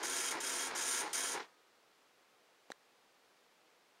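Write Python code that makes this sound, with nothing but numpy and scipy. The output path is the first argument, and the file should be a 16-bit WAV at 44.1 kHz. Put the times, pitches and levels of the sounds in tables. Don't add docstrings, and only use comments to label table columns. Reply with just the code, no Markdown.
import sys
import numpy as np
from scipy import signal
from scipy.fft import rfft, irfft
from scipy.io import wavfile
from scipy.ndimage import uniform_filter1d

SR = 44100
rng = np.random.default_rng(int(sys.argv[2]) if len(sys.argv) > 2 else 0)


def dump_mix(stems):
    frames = np.atleast_2d(stems).T
    limited = np.clip(frames, -1, 1)
    pcm = np.round(limited * 32767).astype(np.int16)
    wavfile.write(sys.argv[1], SR, pcm)


N = 176400
T = np.arange(N) / SR
CHARACTERS_PER_S = 272.4
# t/s, level/dB
PRINT_LINES = [
    [(0.029, -38.5), (0.055, -40.5), (0.12, -40), (0.19, -37.5), (0.26, -40), (0.318, -39)],
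    [(0.403, -41), (0.43, -42), (0.468, -38.5), (0.56, -41), (0.61, -39.5), (0.678, -42.5)],
    [(0.75, -38.5), (0.87, -39.5), (0.895, -37.5), (0.95, -37.5), (1.012, -39.5)],
    [(1.127, -35.5), (1.16, -38.5), (1.22, -40), (1.26, -40.5), (1.345, -42)],
]


def pin_strikes(jitter_s=.00008, space_share=.12, column_spread_db=3, letter_spread_db=1):
    ink_chance = [0.72, 0.34, 0.46, 0.51, 0.81, .45, 0.7, 0.41, .7, 0.21, 0.2, 0.17]
    columns, letters = len(ink_chance), int(N / SR * CHARACTERS_PER_S)
    shape = (letters, columns)
    inked = (rng.random(shape) < ink_chance) * (rng.random((letters, 1)) > space_share)
    column_db = column_spread_db * rng.standard_normal(shape)
    letter_db = letter_spread_db * rng.standard_normal((letters, 1))
    force = (inked * from_db(column_db - letter_db)).ravel()
    times = np.arange(force.size) / (columns * CHARACTERS_PER_S)
    times += jitter_s * rng.standard_normal(force.size)
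    return reflected(evened(impulses(times, force)) * sum(envelope(line) for line in PRINT_LINES))


def print_head(low_cut_hz=1030, waver_db=6):
    # f/Hz, relative level/dB
    strike_spectrum = [(1000, -6), (1600, 2), (2200, -0.5), (2650, -8), (3200, -6), (3800, 0.5),
                       (4450, -7.5), (5100, 1), (6700, 3.5), (7400, 1.5), (8300, -4.5), (9150, -3),
                       (9700, -14.5), (10400, -15), (11200, -11.5), (12200, -14), (14000, -22),
                       (15700, -35)]
    # f/Hz, relative level/dB, T60/s
    head_modes = [(2244, -29.5, 0.06), (3220, -28, .012), (3780, -40, .02), (5120, -27, 0.048),
                  (6620, -23, 0.015)]
    pin_modes = [(8890, -14, 0.038), (9100, -10.5, 0.018), (9190, -9.5, 0.042)]
    # t/s, relative level/dB
    pin_levels = [(0, -3.5), (.19, -2.5), (.32, 0), (.45, -3), (.68, -2), (.79, -6.5), (.9, 1), (1.0, 0),
                  (1.13, 0.5), (1.26, -1), (1.34, -0.5), (1.45, -18)]
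    whine_levels = [(0, -18), (.24, -15.5), (.29, -5.5), (.33, -20), (.45, -13), (.52, -27), (.6, -11),
                    (.7, -22.5), (1.15, -20), (1.25, -15), (1.45, -23)]
    strikes = pin_strikes()
    crack = from_db(-1.5) * coloured(strikes, strike_spectrum)
    head = sum(from_db(db + waver_db * drift(11.5)) * unit_rms(ring(strikes, hz, t60))
               for hz, db, t60 in head_modes)
    pins = sum(from_db(db) * unit_rms(ring(strikes, hz, t60)) for hz, db, t60 in pin_modes)
    whine = envelope(whine_levels) * unit_rms(ring(strikes, hz=3268, t60=0.054))
    ringing = strikes.std() * (head + envelope(pin_levels) * pins + whine)
    return filtered(crack + ringing, low_cut_hz, "high")


def line_change(steps_per_s=455, jitter_s=.0004, spread_db=3, ramp_s=0.0027, knock_s=0.005):
    # start t/s, duration/s, level/dB
    feeds = [(-0.03, 0.076, -45), (0.316, 0.077, -42), (0.667, 0.094, -43), (1.009, 0.072, -41.5),
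             (1.087, 0.038, -48.5), (1.332, 0.054, -42.5), (1.395, 0.015, -42.5)]
    # t/s, level/dB
    knocks = [(0.345, -43), (0.352, -38.5), (0.69, -43.5), (0.712, -39.5), (0.736, -45.5), (1.042, -51),
              (1.349, -45), (1.376, -40.5)]
    # f/Hz, relative level/dB
    frame_spectrum = [(30, -40), (80, -34), (170, -6), (260, -2.5), (380, 6.5), (560, -0.5), (930, 7),
                      (1250, 0.5), (1650, 1.5), (2100, -1), (3000, -8), (5200, -12), (7200, -20),
                      (8300, -42), (10200, -38), (15000, -48)]
    # f/Hz, relative level/dB, T60/s
    chassis_modes = [(175, -22.5, 0.096), (246, -16, 0.13)]
    step_times = np.arange(2000) / steps_per_s
    timing, strength = rng.standard_normal((len(step_times), 2)).T
    steps = unit_rms(impulses(step_times + jitter_s * timing, from_db(spread_db * strength)))
    drive = sum(from_db(db) * np.clip(np.minimum(T - start, start + length - T) / ramp_s, 0, 1)
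                for start, length, db in feeds)
    knock_times, knock_db = np.transpose(knocks)
    blows = impulses(knock_times, from_db(knock_db) * np.sqrt(knock_s * SR))
    return coloured(reflected(steps * drive + blows), frame_spectrum) + struck(knocks, chassis_modes)


def carriage(rattles_per_s=2500):
    # f/Hz, relative level/dB
    slide_spectrum = [(30, -18), (120, -18.5), (165, -15.5), (205, -9.5), (235, -3), (270, -7.5),
                      (305, -8.5), (360, 5), (390, 5), (440, -4), (520, -4.5), (600, -7), (675, 5.5),
                      (750, -4), (920, 7.5), (1080, -3), (1220, -4.5), (1400, -2.5), (1620, 6), (1800, 1),
                      (2000, -13), (2600, -5.5), (6000, -13.5), (12000, -40)]
    # t/s, level/dB
    rattle_levels = [(0, -56.5), (.37, -58), (.72, -67), (1.05, -59), (1.11, -57.5),
                     (1.37, -67), (1.43, -75)]
    whirr = coloured(reflected(unit_rms(contacts(rattles_per_s)), spots=4), slide_spectrum)
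    running = from_db(-47.5) * unit_rms(whirr) * printing(lag_s=.015)
    return running + friction(rattle_levels, band_hz=(2560, 6940), per_s=6400)


def case_buzz(motor_hz=478, motor_db=-61, waver_db=2.5, wander_rad=.5):
    # harmonic number, level/dB
    harmonics = [(1, -62.5), (2, -67), (3, -64.5), (4, -62), (5, -58), (6, -74)]
    tones = [(k * CHARACTERS_PER_S, db) for k, db in harmonics] + [(motor_hz, motor_db)]
    hum = 0
    for hz, db in tones:
        amplitude = np.sqrt(2) * from_db(db + waver_db * drift(25))
        phase = 2 * np.pi * (hz * T + rng.random()) + wander_rad * drift(9.9)
        hum += amplitude * np.sin(phase)
    return printing(lag_s=0.02) * hum


def coming_to_rest():
    chatter_levels = [(1.385, -70), (1.405, -55), (1.425, -58), (1.46, -68.5)]  # t/s, level/dB
    # t/s, f/Hz, level/dB, T60/s
    metal_mode = (1.38, 1249, -69, 1.5)
    start, hz, db, t60 = metal_mode
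    chatter = friction(chatter_levels, band_hz=(1510, 4200), per_s=2500)
    return chatter + ring(impulses([start], [from_db(db)]), hz, t60)


def small_click():
    # t/s, level/dB
    thuds = [(2.7032, -30), (2.7069, -42)]
    snaps = [(2.7182, -46), (2.7189, -38.5)]
    # f/Hz, relative level/dB, T60/s
    thud_modes = [(290, -30, 0.0065), (556, -3.5, 0.0056), (760, -8, 0.01), (2180, -4, 0.0012),
                  (6200, -25, 0.0022)]
    snap_modes = [(1560, -14, 0.0096), (1850, 5, 0.0078), (3850, 0, 0.011), (6000, -4, 0.0038),
                  (7200, -15, 0.0042)]
    # t/s, level/dB
    scrape_levels = [(2.704, -66), (2.712, -65), (2.717, -56), (2.7187, -55), (2.72, -62)]
    scrape = friction(scrape_levels, band_hz=(3480, 7300), per_s=26000)
    return filtered(struck(thuds, thud_modes) + scrape + struck(snaps, snap_modes), 255, "high")


def reflected(x, spots=6):
    # level/dB re direct sound, T60/s
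    reflections = [(-1.5, 0.03), (3, 0.14), (-7.5, 0.34)]
    spot, t, out = rng.integers(0, spots, N), T[:SR // 2], 0
    power = sum(from_db(db - 60 * t / t60) ** 2 * 2 * np.log(1000) / (t60 * SR) for db, t60 in reflections)
    for k in range(spots):
        response = (t == 0) + np.sqrt(power) * rng.standard_normal(len(t))
        out += signal.fftconvolve(x * (spot == k), response / np.linalg.norm(response))[:N]
    return out


def room_air():
    # f/Hz, relative level/dB
    air_spectrum = [(12, -59.5), (20, -20.5), (58, -24.5), (81, -32.5), (109, -17), (492, -0.5),
                    (535, -3.5), (790, -3), (884, -4.5), (1200, -4.5), (1500, -6), (1630, -6.5),
                    (4570, -12.5), (8670, -20.5), (15600, -27)]
    return from_db(-69.5) * coloured(rng.standard_normal(N), air_spectrum)


def struck(hits, modes):
    times, hit_db = np.transpose(hits)
    force = impulses(times, from_db(hit_db))
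    return sum(from_db(db) * ring(force, hz, t60) for hz, db, t60 in modes)


def ring(x, hz, t60):
    r, w = from_db(-60 / (t60 * SR)), 2 * np.pi * hz / SR
    return signal.lfilter([0, np.sin(w)], [1, -2 * r * np.cos(w), r * r], x + 1e-18)


def friction(levels, band_hz, per_s):
    return envelope(levels) * unit_rms(filtered(contacts(per_s) + 1e-18, band_hz, "band"))


def contacts(per_s):
    return (rng.random(N) < per_s / SR) * rng.standard_normal(N)


def impulses(times, gains):
    at = np.round(np.asarray(times) * SR).astype(int)
    inside = (at >= 0) & (at < N)
    return np.bincount(at[inside], np.asarray(gains)[inside], N)


def printing(lag_s):
    on = sum(envelope(line) for line in PRINT_LINES) > 0
    r = np.exp(-1 / (lag_s * SR))
    return signal.lfilter([1 - r], [1, -r], on)


def envelope(rows):
    times, db = np.transpose(rows)
    return from_db(np.interp(T, times, db)) * (T >= times[0]) * (T <= times[-1])


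def evened(x, window_s=0.039):
    return x / np.sqrt(np.abs(uniform_filter1d(x ** 2, int(window_s * SR))) + 1e-3)


def coloured(x, spectrum, size=4096):
    hz, db = np.transpose(spectrum)
    bins = np.maximum(np.arange(size // 2 + 1) * SR / size, 1)
    magnitude = from_db(np.interp(np.log(bins), np.log(hz), db))
    cepstrum = irfft(np.log(magnitude))
    response = irfft(np.exp(rfft(2 * cepstrum[:size // 2], size)))
    return signal.fftconvolve(x, response / np.linalg.norm(response))[:N]


def drift(hz):
    return unit_rms(filtered(rng.standard_normal(N + SR), hz, "low")[SR:])


def filtered(x, hz, kind):
    return signal.sosfilt(signal.butter(2, hz, kind, fs=SR, output="sos"), x)


def unit_rms(x):
    return x / np.sqrt(np.mean(x ** 2) + 1e-20)


def from_db(db):
    return 10 ** (np.asarray(db) / 20)


def scene():
    printer = print_head() + case_buzz() + carriage() + line_change() + coming_to_rest()
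    return (printer + small_click() + room_air())[None]


def record(dry):
    return signal.sosfilt(signal.ellip(12, .1, 80, 15750, fs=SR, output="sos"), dry)


dry = scene()
out = record(dry)
dump_mix(out)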